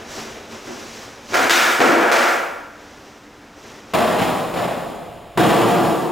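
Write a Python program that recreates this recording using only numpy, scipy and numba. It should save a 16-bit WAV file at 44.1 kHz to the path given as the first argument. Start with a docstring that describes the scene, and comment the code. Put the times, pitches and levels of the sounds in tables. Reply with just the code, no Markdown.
"""A bare concrete garage with a skateboard: shoes scuff the grip, the tail pops, the deck is caught and slaps down.
Blows are noise bursts ringing deck modes and a decaying echo; wheels and soles are shaped noise that swells.
After a cut the board drops and is stamped flat at half speed: an octave lower, the echo twice as long.
A compressor flattens the loud blows and their echo until they sink below its threshold."""
import sys
import numpy as np
from scipy import signal
from scipy.fft import rfft, irfft, next_fast_len
from scipy.io import wavfile
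from scipy.ndimage import uniform_filter1d, minimum_filter1d
from numba import njit

SR = 44100
rng = np.random.default_rng(int(sys.argv[2]) if len(sys.argv) > 2 else 0)


def wav_record(signal):
    """Record a signal, one row per channel, as 16-bit PCM in the file named by sys.argv[1]."""
    frames = np.transpose(np.atleast_2d(signal))
    bounded = np.clip(frames, -1, 1)
    # unit amplitude maps onto the largest positive 16-bit level
    quanta = np.round(bounded * 32767).astype(np.int16)
    wavfile.write(sys.argv[1], SR, quanta)


def gain_from_db(level_db):
    """Convert decibel levels to linear amplitude factors (20 dB per decade)."""
    decades = np.asarray(level_db, float) / 20
    return 10 ** decades


N = 269522
CUT_S, SLOW = 3.93, 0.5  # the slowed part starts here, at this speed

# Stereo width of rolling and air at full speed. Each row: frequency in Hz, side minus mid in dB.
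WIDE_QUIET = [(60, -40), (110, -31), (280, -30), (650, -6), (1500, -8.5), (2600, -16), (2800, -60),
              (7500, -60), (9500, -15), (12000, -14)]
# Stereo width of everything at half speed. Each row: frequency in Hz, side minus mid in dB.
WIDE_SLOW = [(60, -13), (180, -9), (280, -5), (420, -6.5), (650, -8.5), (1250, -10), (1400, -49),
             (3500, -54), (4400, -16), (6500, -7), (9000, -17), (12000, -12), (15000, -15)]


def board(speed):
    """Superposition: the blows of the full-speed or of the slowed part add, echoes overlapping."""
    # Blows on deck and floor. Each row: start in seconds, knock level in dB, weight (thud over knock) in dB,
    # hardness (clack over knock) in dB, loudest ring in Hz as heard.
    blows = [(0.67, -33, 11, -11, 352), (1.334, -18.5, .5, -3.5, 740), (1.341, -11.5, -.6, 3, 736),
             (1.496, -5.5, -3, 8.5, 3650), (1.795, -12, 10, 3, 446), (1.802, 6, 1.5, -5, 450),
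             (2.115, -4, -4.5, 0.2, 560), (3.936, -11, -3.5, 0, 618), (4.185, -18, 0, 2, 776),
             (4.539, -22, 1.5, 1.5, 545), (4.573, -23, -2.5, -4, 630), (4.616, -26, -4, -3, 700),
             (5.357, -36, 13, -12, 150), (5.366, -28, 14, -12, 200), (5.374, 1.5, -1, -2, 320)]
    out = np.zeros((2, N + 5 * SR))
    for start_s, *how in blows:
        if (start_s > CUT_S) == (speed == SLOW):
            sound, lead = blow(*how, speed)
            first = int(start_s * SR) - lead
            out[:, first:first + sound.shape[1]] += sound
    return out[:, :N]


def blow(knock_db, weight_db, hard_db, ring_hz, speed):
    """Impact excitation: a crunch of contact and a short rattle of the trucks ring deck modes, then the garage."""
    # Where thud, knock, body and clack sit at full speed. Each entry: frequency in Hz.
    colour_hz = [280, 650, 1400, 5000]
    # Modes of the deck at full speed. 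Each row: centre in Hz, width in Hz, peak in dB.
    deck_modes = [(252, 53, 6.5), (343, 29, 6.5), (502, 46, 3.5), (695, 19, 4), (1404, 55, 4),
                  (2300, 190, 2.5)]
    # Plain spectrum of a blow at full speed. Each row: frequency in Hz, density in dB per Hz.
    spectrum_full = [(24, -62), (40, -35), (166, -20.5), (303, -9), (708, -4.5), (1080, -5.5), (1390, -1),
                     (1880, -5.5), (3780, -17.5), (4180, -17.5), (6390, -21.5), (11900, -33.5),
                     (15700, -37)]
    # Plain spectrum of a blow at half speed. Each row: frequency in Hz, density in dB per Hz.
    spectrum_slow = [(24, -59), (40, -19.5), (140, -9.5), (193, -5.5), (242, -5.5), (303, -5), (343, -5),
                     (389, -4.5), (708, -1), (1200, -7.5), (1390, -11), (3020, -17.5), (6070, -29.5),
                     (6880, -32), (15700, -36)]
    # Stereo width of blows at full speed. 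Each row: frequency in Hz, side minus mid in dB.
    wide_full = [(60, -18), (110, -10), (420, -9), (650, -2.5), (1000, -8), (1500, -7.4), (2600, -15.5),
                 (2800, -48), (7500, -40), (9000, -19), (12000, -3), (15000, -13)]
    contact_s, rattle_s, rattle_db = 0.00097, 0.013, -16.5  # at full speed and zero hardness
    lead, onset = 1024, 128  # samples kept ahead of the blow, samples of fade-in

    echo = garage(speed)
    n = next_fast_len(echo.shape[1] + 8192)
    t = np.arange(4096) * speed / SR
    # a duller blow is a softer, longer contact
    soft = t / (contact_s * gain_from_db(-0.89 * hard_db))
    contact = soft * np.exp(1 - soft)
    rattle = gain_from_db(rattle_db) * np.exp(-t / rattle_s) * (1 - np.exp(-soft))
    crunch = rfft(rng.standard_normal(len(t)) * (contact + rattle), n)
    # flatten the broad spectrum, so that only the gains below set the colour
    crunch = crunch / np.sqrt(uniform_filter1d(abs(crunch) ** 2, n // 400))

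    hz = np.fft.rfftfreq(n, 1 / SR)
    body = gain_from_db(read(spectrum_full if speed == 1 else spectrum_slow, hz))
    for mode in deck_modes:
        body = body * resonance(hz / speed, *mode)
    body = body / np.sqrt(np.mean(abs(body) ** 2))
    body_db = -2.6 + 0.4 * hard_db  # the body follows part of the hardness
    colour_db = weight_db, 0, body_db, hard_db
    own = gain_from_db(knock_db + read(list(zip(colour_hz, colour_db)), hz / speed))
    own = own * resonance(hz, ring_hz, 0.065 * ring_hz, 6.04)

    sound = irfft(rfft(echo, n) * crunch * own * body, n)
    fade_in = np.clip((np.arange(n) - lead) / onset + 1, 0, 1)
    mid, side = np.roll(sound, lead, axis=1) * fade_in
    return left_right(mid, side, wide_full if speed == 1 else WIDE_SLOW), lead


def resonance(hz, centre_hz, width, peak_db):
    """Damped mode: a Lorentzian response added on top of the plain sound."""
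    return 1 + (gain_from_db(peak_db) - 1) / (1 + 2j * (hz - centre_hz) / width)


def garage(speed):
    """Reverberation: direct sound, lumpy early echoes, then a dense tail with its own decay at each pitch."""
    # Reverberation at full speed. Each row: frequency in Hz, time to fall by 60 dB in seconds.
    decay = [(60, 0.49), (250, 0.83), (600, 0.96), (1400, 1), (2500, 0.88), (4000, 0.72), (8000, 0.78),
             (20000, 0.91)]
    build_s, mixing_s = 0.0017, 0.064  # echo build-up, fading of the lumps; both at full speed
    lumpy_db, lumps_hz = 6.0, 251.0  # scale and rate of the lumps at full speed
    hz, hop = np.fft.rfftfreq(512, 1 / SR), 128
    t = np.arange(int(1.4 / speed * SR / hop)) * hop / SR
    fade = gain_from_db(-60 * speed * t / read(decay, hz / speed)[:, None])
    chance = rng.standard_normal((2, 2, len(hz), len(t)))
    echo = signal.istft(fade * (chance[0] + 1j * chance[1]), nperseg=512, noverlap=384)[1]
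    echo = echo / echo[:, :4096].std()
    age = np.arange(echo.shape[1]) * speed / SR
    lumps = gain_from_db(lumpy_db * walk(lumps_hz * speed, size=len(age)) * np.exp(-age / mixing_s))
    echo = echo * lumps * (1 - np.exp(-age / build_s))
    echo[0, 0] = gain_from_db(22.5)  # direct sound, in the mid only
    return echo


def rolling():
    """Friction noise: wheels rumble on concrete and soles rasp on the grip, each with its own spectrum."""
    # The rider shifts weight, soles rasp and wheels load up. Each row: start of full effort in seconds,
    # hold in seconds, grip scuff level in dB, wheel rumble level in dB.
    shifts = [(0.0, .02, -46, -37), (0.11, .06, -35.5, -38), (0.185, .015, -35, -31.5),
              (0.31, .06, -46, -37), (0.525, .02, -40, -37), (0.67, .36, -39, -41), (1.34, .05, -29, -27),
              (2.8, .3, -51, -47), (3.59, .05, -49, -46), (3.67, .09, -46, -41.5), (3.91, .03, -49, -41)]
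    # Levels between shifts, one row before and one after the landing. Each row: grip scuff in dB, wheel rumble in dB.
    coast = [(-48, -42), (-54.5, -52)]
    # Wheel rumble spectrum. Each row: frequency in Hz, density in dB per Hz.
    rumble_spectrum = [(15, -46), (25, -22), (118, -10.5), (188, -21.5), (232, 1), (258, -20.5), (294, -6),
                       (326, -12.5), (363, -5), (4000, -23.5), (5200, -60), (8800, -120)]
    # Grip scuff spectrum. Each row: frequency in Hz, density in dB per Hz.
    scuff_spectrum = [(800, -9), (2000, -5.5), (4000, -8.5), (5800, -4.5), (7500, -11.5), (9000, -18.5),
                      (12000, -22), (15500, -30)]
    start_s, hold_s, scuff_db, rumble_db = np.transpose(shifts)
    coast_scuff_db, coast_rumble_db = np.transpose(coast)
    rumble = effort(start_s, hold_s, rumble_db, coast_rumble_db) * hiss(rumble_spectrum, WIDE_QUIET, 1.7, 65.0)
    scuff = effort(start_s, hold_s, scuff_db, coast_scuff_db) * hiss(scuff_spectrum, WIDE_QUIET, 0.77, 150.)
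    return rumble + scuff


def effort(starts_s, holds_s, levels_db, coast_db):
    """Power addition: each shift swells, holds and dies away over the quiet coasting."""
    rise_db_per_s, fall_db_per_s, lands_s = 230, 75, 1.8
    t = np.arange(N) / SR
    power = gain_from_db(np.where(t < lands_s, *coast_db)) ** 2
    for start_s, hold_s, level_db in zip(starts_s, holds_s, levels_db):
        before_db = rise_db_per_s * np.maximum(start_s - t, 0)
        after_db = fall_db_per_s * np.maximum(t - start_s - hold_s, 0)
        power = power + gain_from_db(level_db - before_db - after_db) ** 2
    return np.sqrt(power)


def air(speed):
    """Stationary background noise: filtered noise with a slowly wavering level."""
    # Background at full speed. Each row: frequency in Hz, density in dB per Hz.
    air_full = [(15, -40), (25, -13.5), (189, -12), (228, -6), (254, -14), (291, -1), (324, -12),
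                (1590, -16.5), (15700, -48)]
    # Background at half speed. Each row: frequency in Hz, density in dB per Hz.
    air_slow = [(15, -46), (25, -2), (129, -3), (370, -24), (635, -22), (1150, -13), (1390, -18),
                (3030, -18), (5790, -32.5), (15700, -39)]
    if speed == SLOW:
        return gain_from_db(-44.5) * hiss(air_slow, WIDE_SLOW, 0.79, 5.74)
    return gain_from_db(-43.5) * hiss(air_full, WIDE_QUIET, 0.59, 7.17)


def hiss(spectrum, wide, grit_db, grit_rate):
    """Modulated noise: shaped stereo noise, mid of rms 1, whose level jitters grit_rate times a second."""
    grit = gain_from_db(grit_db * walk(grit_rate))
    noise = rng.standard_normal((2, N)) * grit
    mid, side = colour(noise, lambda hz: gain_from_db(read(spectrum, hz)))
    return left_right(mid, side, wide) / mid.std()


def walk(rate, size=N):
    """Low-pass random modulation: levels held for 1 / rate seconds and slewed twice."""
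    k = int(SR / rate)
    steps = np.repeat(rng.standard_normal(size // k + 1), k)
    return 0.65 * uniform_filter1d(uniform_filter1d(steps, k), k)[:size]


def left_right(mid, side, wide):
    """Interchannel coherence: mid plus and minus a side that in the bass is mostly the phase-shifted mid."""
    lean, lead = 0.11, -0.7  # in-phase and quarter-turn parts of the shared side
    shared_hz = 600. if wide is WIDE_SLOW else 1200.
    share = lambda hz: 1 / (1 + (hz / shared_hz) ** 2)
    own = lambda hz: np.sqrt(np.clip(1 - (lean ** 2 + lead ** 2) * share(hz) ** 2, 0, 1))
    side = colour(side, lambda hz: gain_from_db(read(wide, hz)) * own(hz))
    side = side + colour(mid, lambda hz: gain_from_db(read(wide, hz)) * share(hz) * (lean + 1j * lead))
    return np.array([mid + side, mid - side])


def read(table, hz):
    """Logarithmic pitch scale: interpolates a (Hz, value) table along log frequency."""
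    f, v = np.transpose(table)
    return np.interp(np.log(np.maximum(hz, 1)), np.log(f), v)


def colour(x, gain):
    """Linear filtering: multiplies the spectrum of x by gain(Hz)."""
    n = x.shape[-1]
    return irfft(rfft(x) * gain(np.fft.rfftfreq(n, 1 / SR)), n)


def treble_bands(x, speed):
    """Spectral shaping: narrow treble bumps and dips; in the slowed part the same pattern sits an octave lower,
    joined by further bands."""
    # Treble bumps and dips at full speed. Each row: centre in Hz, width in Hz, gain in dB.
    bands_full = [(4480, 72, -2.5), (9100, 500, -2.5), (10900, 110, 0), (12160, 600, -5.5), (13550, 470, 4.5),
                  (14500, 360, 5.5)]
    # Further treble bands at half speed. Each row: centre in Hz as heard, width in Hz, gain in dB.
    slow_bands = [(7340, 120, -5), (9150, 280, 3.5), (13050, 350, 1), (15000, 250, -3)]
    if speed == SLOW:
        return colour(x, lambda hz: ripples(hz / SLOW, bands_full) * ripples(hz, slow_bands))
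    return colour(x, lambda hz: ripples(hz, bands_full))


def ripples(hz, table):
    """Sum of Gaussian bells in dB: a gain with a few bumps and dips."""
    return gain_from_db(sum(db * np.exp(-.5 * ((hz - f) / width) ** 2) for f, width, db in table))


def scene():
    """Time scaling: the full-speed part, then the slowed part, each with its treble bands."""
    full = treble_bands(board(1) + rolling() + air(1), 1)
    slow = treble_bands(board(SLOW) + air(SLOW), SLOW)
    return np.where(np.arange(N) / SR > CUT_S, slow, full)


@njit
def follow(x, rise, fall):
    """Envelope detection: a one-pole smoother that rises fast and falls slowly."""
    y, e = np.empty(len(x)), 1e-9
    for i in range(len(x)):
        e += (x[i] - e) * (rise if x[i] > e else fall)
        y[i] = e
    return y


def compress(x):
    """Dynamic range compression: one gain for both channels, which starts to duck just ahead of a blow."""
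    threshold_db, ratio = -11, 4.7
    attack_s, release_s, ahead_s = 0.0019, 0.013, 0.0072
    loud = follow(np.sqrt(np.mean(x ** 2, axis=0)), 1 / (attack_s * SR), 1 / (release_s * SR))
    duck_db = -np.maximum(20 * np.log10(loud) - threshold_db, 0) * (1 - 1 / ratio)
    k = int(ahead_s * SR)
    duck_db = uniform_filter1d(minimum_filter1d(duck_db, k, origin=-(k // 2)), k)
    return x * gain_from_db(duck_db)


def narrow(x):
    """Level-dependent width: the stereo picture closes toward the middle when the sound gets quiet."""
    narrow_db, slope = -33, 1  # mid level where closing starts, dB of side lost per dB below it
    mid, side = (x[0] + x[1]) / 2, (x[0] - x[1]) / 2
    mid_db = 10 * np.log10(np.maximum(uniform_filter1d(mid ** 2, SR // 20), 1e-12))
    side = side * gain_from_db(slope * np.minimum(mid_db - narrow_db, 0))
    return np.array([mid + side, mid - side])


def roll_off(x):
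    """The treble ends steeply here."""
    return signal.sosfilt(signal.butter(12, 16860, fs=SR, output="sos"), x)


def record(dry):
    """Nonlinear and band-limited chain: compression, narrowing, soft saturation of peaks, top cut."""
    held = narrow(compress(dry))
    soft = np.tanh(0.96 * held) / 1.098
    mix = colour(soft, lambda hz: hz < 16200)
    return roll_off(mix)


dry = scene()
out = record(dry)
wav_record(out)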